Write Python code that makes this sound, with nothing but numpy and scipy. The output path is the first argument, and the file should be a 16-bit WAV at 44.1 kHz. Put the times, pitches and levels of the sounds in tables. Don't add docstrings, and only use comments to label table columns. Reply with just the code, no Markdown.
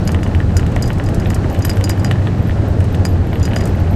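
import sys
import numpy as np
from scipy import signal
from scipy.fft import rfft, irfft
from scipy.io import wavfile

SR = 44100
rng = np.random.default_rng(int(sys.argv[2]) if len(sys.argv) > 2 else 0)


def voltage_ratio(level):
    return 10 ** (np.asarray(level, float) / 20)


def pcm_store(signal):
    levels = np.round(np.clip(np.atleast_2d(signal), -1, 1) * 32767)
    wavfile.write(sys.argv[1], SR, levels.astype(np.int16).T)


N = 174195


def rms_one(x):
    return x / np.sqrt(np.mean(x ** 2) + 1e-20)


def in_time(rows):
    s, value = np.transpose(rows)
    return np.interp(np.arange(N) / SR, s, value)


def drift(rate):
    hop = 40
    pole = np.exp(-2 * hop * np.pi * rate / SR)
    white = rng.standard_normal(N // hop + 2002)
    slow = signal.lfilter([1], [1, -2 * pole, pole * pole], white)[2000:]
    return np.interp(np.arange(N) / hop, np.arange(len(slow)), rms_one(slow - slow.mean()))


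def coloured(spectrum, patchy_db):
    hz, db = np.transpose(spectrum)
    f = np.fft.rfftfreq(N, 1 / SR) + 1
    gain_db = np.interp(np.log(f), np.log(hz), db, left=-200, right=-200)
    shaped = rfft(rng.standard_normal(N)) * voltage_ratio(gain_db)
    half_octave = 2 * np.log2(f)
    together = drift(12.0)
    out = np.zeros(N)
    for k in range(int(2 * np.log2(hz[0])), int(2 * np.log2(hz[-1])) + 2):
        band = irfft(shaped * np.clip(1 - abs(half_octave - k), 0, 1), N)
        out += band * voltage_ratio(patchy_db * (0.78 * together + drift(8)))
    return rms_one(out)


def clicks_at(s, db):
    out = np.full(N, 1e-18)
    np.add.at(out, np.clip((s * SR).astype(int), 0, N - 1), voltage_ratio(db))
    return out


def struck(s, db, modes, spread_db, contact_s, tilt_db=0):
    out = np.zeros(N)
    chance = rng.standard_normal((len(s), len(modes)))
    fade, scuff = 0, 1
    if contact_s:
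        fade = np.exp(-1 / (contact_s * SR))
        scuff = rng.choice([-1, 1], N)
    for k, (hz, mode_db, t60) in enumerate(modes):
        r, w = voltage_ratio(-60 / (t60 * SR)), 2 * np.pi * hz / SR
        tilt = tilt_db * np.log2(hz / 1700)
        hits = clicks_at(s, db + mode_db + spread_db * chance[:, k] + tilt)
        hits = signal.lfilter([np.sqrt(1 - fade ** 2)], [1, -fade], hits) * scuff
        out += (-1) ** k * signal.lfilter([0, np.sin(w)], [1, -2 * r * np.cos(w), r * r], hits)
    return out


# t/s, rate/Hz
WHEEL = [
    (0, 4.86),
    (.9, 4.86),
    (1.5, 4.905),
    (2.25, 4.94),
    (2.75, 4.98),
    (3.25, 4.935),
    (3.95, 4.83),
]
WHEEL_ORDERS = [5, 7, 9, 10, 13, 15, 17, 18, 20, 23, 34]
WHEEL_ORDER_DB = [-31, -30, -30.5, -40, -30, -27.5, -25, -20, -19, -32, -34.5]
# t/s, level/dB
BOOM = [
    (0, -3),
    (.5, 4),
    (.9, -9.5),
    (1.2, -5),
    (1.5, 4.5),
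    (2.2, -2),
    (2.6, 0),
    (3.3, 2.5),
    (3.7, -2.5),
    (3.95, 5.5),
]


def wheels():
    thump_s, wander_db = .155, 2.5
    turns = np.cumsum(in_time(WHEEL)) / SR
    turns = turns - turns[int(thump_s * SR)]
    boom_db = in_time(BOOM)
    out = np.zeros(N)
    for order, db in zip(WHEEL_ORDERS, WHEEL_ORDER_DB):
        level_db = db + 1.5 + wander_db * drift(0.75) + boom_db * (order in (15, 17, 18))
        out += voltage_ratio(level_db) * np.cos(2 * np.pi * order * turns)
    return out


FIRING_ORDER_DB = [-36, -19.5, -38]
LOAD_SHARE = [0, 1, -.6]
# t/s, level/dB
LOAD = [
    (0, -8.5),
    (1.3, -2),
    (1.9, -11.5),
    (2.1, 2),
    (2.75, -1.5),
    (3.0, -8.5),
    (3.95, -4.5),
]


def engine():
    firing_hz = 62.3 * (1 + 0.0029 * drift(0.83))
    phase = 2 * np.pi * np.cumsum(firing_hz) / SR
    load_db = in_time(LOAD)
    out = np.zeros(N)
    for k, db in enumerate(FIRING_ORDER_DB):
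        out += voltage_ratio(db + LOAD_SHARE[k] * load_db + 2.1 * drift(2.1)) * np.sin((k + 1) * phase)
    return out


# t/s, level/dB
ROAR = [
    (0, -26.5),
    (.6, -26.5),
    (1.4, -21),
    (2.1, -24.5),
    (2.6, -26),
    (3.2, -30.5),
    (3.6, -18.5),
    (3.95, -26.5),
]
# f/Hz, density level/dB per Hz
RUMBLE = [(9, -46), (16, -11), (32, -15), (60, -6), (90, -1), (135, -6), (186, -5.5), (250, -14),
          (330, -14), (450, -50)]
# f/Hz, density level/dB per Hz
ROAD = [(170, -12.5), (260, -1), (380, -3), (520, -5.5), (850, -11), (930, -16), (1700, -20.5),
        (3500, -39.5), (5500, -59)]
# f/Hz, density level/dB per Hz
WIND = [(1470, -53), (2500, -2.5), (3690, -7.5), (4020, -5), (5150, -9), (8660, -15.5), (10800, -25.5),
        (11900, -23), (16000, -32)]


def roughness():
    roar_db = in_time(ROAR)
    return roar_db - roar_db.mean()


def road():
    rough_db = roughness()
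    hiss = voltage_ratio(-45.5 + 0.15 * rough_db) * coloured(WIND, patchy_db=.6)
    roar = voltage_ratio(-25.0 + 0.17 * rough_db) * coloured(ROAD, patchy_db=.8)
    rumble = voltage_ratio(-17.5) * coloured(RUMBLE, patchy_db=0.6)
    return rumble + roar + hiss


# f/Hz, level/dB, t60/s
PANEL_MODES = [(330, -17, .025), (650, -14, .016), (1050, -10, .016), (1270, -11, .013), (1480, -8, .016),
               (1760, -7, .016), (2000, -8, .013), (2350, -8, .011), (2700, -9, .01), (3000, -8, .01),
               (3400, -11, .008), (3900, -15, .006)]


def creaks():
    creaks_per_s = 80
    when, size = rng.random((2, int(creaks_per_s * N / SR)))
    rough_db = roughness()[(when * N).astype(int)]
    level_db = -36 + 9 * size ** 2 + 1.0 * rough_db
    return struck(when * N / SR, level_db, PANEL_MODES, spread_db=3, contact_s=.002)


# t/s, peak level/dB
TINKLES = [(0.0508, -34), (0.108, -44), (0.2059, -42), (0.369, -46), (0.543, -50), (0.8624, -31),
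           (0.9018, -38), (0.9273, -41), (1.269, -32), (1.2885, -39), (1.3004, -30), (1.51, -35),
           (1.528, -34), (1.5758, -39), (1.65, -21), (1.6945, -25), (1.7584, -33), (1.7794, -47),
           (1.978, -35), (2.032, -39), (2.381, -44), (2.425, -30),
           (2.4708, -37), (2.4872, -39), (2.683, -36), (2.9248, -32), (3.087, -35), (3.1092, -36),
                (3.1288, -37), (3.269, -37), (3.3114, -43), (3.3303, -31), (3.3527, -36), (3.488, -38),
                (3.5428, -33), (3.5848, -38), (3.6696, -40), (3.69, -32), (3.7524, -32.5), (3.7978, -35),
                (3.8447, -45), (3.909, -32), (3.927, -35), (3.945, -36)]
# f/Hz, level/dB, t60/s
TINKLE_MODES = [(11450, -10, .012), (11620, -5, .017), (11790, -6, .018), (12030, -8, .014)]


def tinkles():
    s, db = np.transpose(TINKLES)
    return struck(s, db, TINKLE_MODES, spread_db=4, contact_s=.0015)


# t/s, peak level/dB
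KNOCKS = [(0.0748, -16.5), (0.0913, -11.5), (0.402, -11.5), (0.566, -13), (0.903, -12), (1.087, -17),
          (1.304, -13.5), (1.649, -10), (1.694, -11.5), (1.8972, -11), (2.046, -12), (2.1121, -13),
          (3.0516, -10.5), (3.563, -8)]


def knocks():
    s, db = np.transpose(KNOCKS)
    return struck(s, db, PANEL_MODES, spread_db=2.5, contact_s=0, tilt_db=-3)


# t/s, peak level/dB
CLINKS = [(0.075, -23), (0.2324, -32), (0.5666, -18.5), (0.824, -19.5), (0.857, -32), (0.8744, -36),
          (1.061, -32), (1.199, -34), (1.302, -31), (1.3438, -30), (1.6222, -27), (1.6506, -26),
          (1.6811, -35), (1.6985, -21), (1.8402, -19.5), (1.8936, -24), (1.9044, -23), (1.9954, -34),
          (2.0457, -23), (2.0554, -42), (2.066, -34), (3.051, -19.5), (3.0624, -31), (3.397, -37),
          (3.429, -24.5), (3.4374, -30.5), (3.4531, -24), (3.5603, -23), (3.5854, -31), (3.6057, -32),
          (3.6371, -36)]
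# f/Hz, level/dB, t60/s
CLINK_MODES = [(4670, -13, .018), (4905, -5.5, .036), (4975, -7, .03), (5200, -15, .012), (5850, -14, .022),
               (6550, -12, .02), (6850, -11, .022), (7010, -10, .022), (7780, -14, .012), (9390, -15, .008),
               (11600, -16, .006)]


def clinks():
    s, db = np.transpose(CLINKS)
    return voltage_ratio(7) * struck(s, db, CLINK_MODES, spread_db=2.5, contact_s=0)


# t/s, peak level/dB
CRACKS = [(0.0753, -17.5), (0.1171, -21), (0.144, -27.5), (0.2308, -26), (0.238, -39), (0.2748, -33),
          (0.349, -31), (0.3995, -40), (0.5676, -12), (0.596, -29), (0.664, -27), (0.7173, -30.5),
          (0.76, -24), (0.823, -18), (0.876, -21.5), (0.93, -25.5), (0.983, -28.5), (1.0375, -26),
          (1.0874, -24), (1.1446, -20.5), (1.198, -26.5), (1.2481, -32), (1.3006, -21), (1.344, -16),
          (1.4985, -28), (1.544, -28),
          (1.5892, -23.5), (1.6458, -21), (1.6498, -15), (1.6816, -34), (1.694, -17), (1.731, -27),
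               (1.769, -25), (1.8083, -29), (1.84, -15), (1.893, -10), (1.9046, -36), (1.9949, -29),
               (2.045, -22), (2.0906, -39), (2.1116, -23), (2.2722, -37), (2.803, -27), (2.8416, -28.5),
               (2.9469, -27), (2.9956, -40), (3.051, -16), (3.3967, -34), (3.453, -21.5), (3.5344, -29),
               (3.561, -24), (3.57, -27), (3.6095, -25), (3.6546, -20.5), (3.6728, -24.5), (3.947, -40)]


def cracks():
    lag_s, snap_t60_s, body_t60_s, tail_t60_s = .001, .003, 0.0077, 0.06
    s, db = np.transpose(CRACKS)
    out = np.zeros(N)
    for low_hz, high_hz, band_db, snap_db in ((4450, 9240, 0, -13.5), (10700, 13300, -8.5, 4.0)):
        hits = clicks_at(s + lag_s, db + band_db - 6)
        snap, body, tail = (signal.lfilter([1], [1, -voltage_ratio(-60 / (t60 * SR))], hits)
                            for t60 in (snap_t60_s, body_t60_s, tail_t60_s))
        burst = (voltage_ratio(snap_db) * snap + body + voltage_ratio(-2) * tail) * rng.standard_normal(N)
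        band = signal.butter(2, [low_hz, high_hz], "band", fs=SR, output="sos")
        out += signal.sosfilt(band, burst)
    return out


# t/s, peak level/dB, brightness/dB per octave
TAPS = [(0.1453, -9.5, -1.5), (0.1891, -20.5, 1.5), (0.23, -14, -4), (0.2638, -19, -4.5), (0.313, -23, -2),
        (0.348, -12.5, 0.5), (0.594, -16, -2), (0.629, -15, -5), (0.6636, -20.5, 5.5), (0.7634, -9.5, -2.5),
        (0.8131, -19, -7), (0.84, -18.5, 0), (0.8844, -24, -7), (0.9976, -12.5, -0.5), (1.145, -28, -5),
        (1.2233, -24, -2), (1.2583, -18, 6.5), (1.335, -20, 0), (1.364, -20, -2), (1.497, -27, 4),
        (1.5496, -21.5, 1), (1.713, -21, 4.5), (1.736, -32, -2), (1.77, -17.5, 3), (1.8105, -16.5, 3),
        (1.8398, -17, -1), (1.874, -16.5, -2), (1.917, -23, 1.5), (2.0594, -22.5, 6), (2.0954, -30, -15),
        (2.111, -6.5, 3.5), (2.156, -22, -11), (2.2709, -14, 2.5), (2.4947, -17, -4), (2.5087, -20.5, 3),
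        (2.805, -15.5, -4.5), (2.9064, -30, 5), (2.9452, -17.5, 3), (3.27, -30, 5), (3.3301, -13, -3),
        (3.3564, -18, 1.5), (3.4178, -23, -2), (3.4522, -19, 3), (3.477, -17, -3), (3.5107, -26, 5),
        (3.5332, -14, 4.5), (3.6227, -24, 7)]


def taps():
    s, db, bright_db = np.transpose(TAPS)
    return voltage_ratio(-0.5) * struck(s, db, PANEL_MODES, spread_db=3.0, contact_s=0, tilt_db=bright_db)


def cab(x):
    t60_s = .11
    t = np.arange(int(t60_s * SR)) / SR
    tail = rng.standard_normal(len(t)) * voltage_ratio(-60 * t / t60_s)
    tail = tail / np.sqrt(np.sum(tail ** 2))
    return x + voltage_ratio(-5) * signal.fftconvolve(x, tail)[:N]


def scene():
    rattles = creaks() + tinkles() + knocks() + clinks() + taps()
    return (wheels() + engine() + road() + cracks() + cab(voltage_ratio(-2) * rattles))[None]


def roll_off(x):
    return signal.sosfilt(signal.butter(12, 16360, fs=SR, output="sos"), x)


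def record(dry):
    rounded = 1.3 * np.tanh(dry / 1.3)
    low_pass = signal.cheby2(10, 50, 16750, fs=SR, output="sos")
    mix = signal.sosfilt(low_pass, rounded)
    return roll_off(mix)


dry = scene()
out = record(dry)
pcm_store(out)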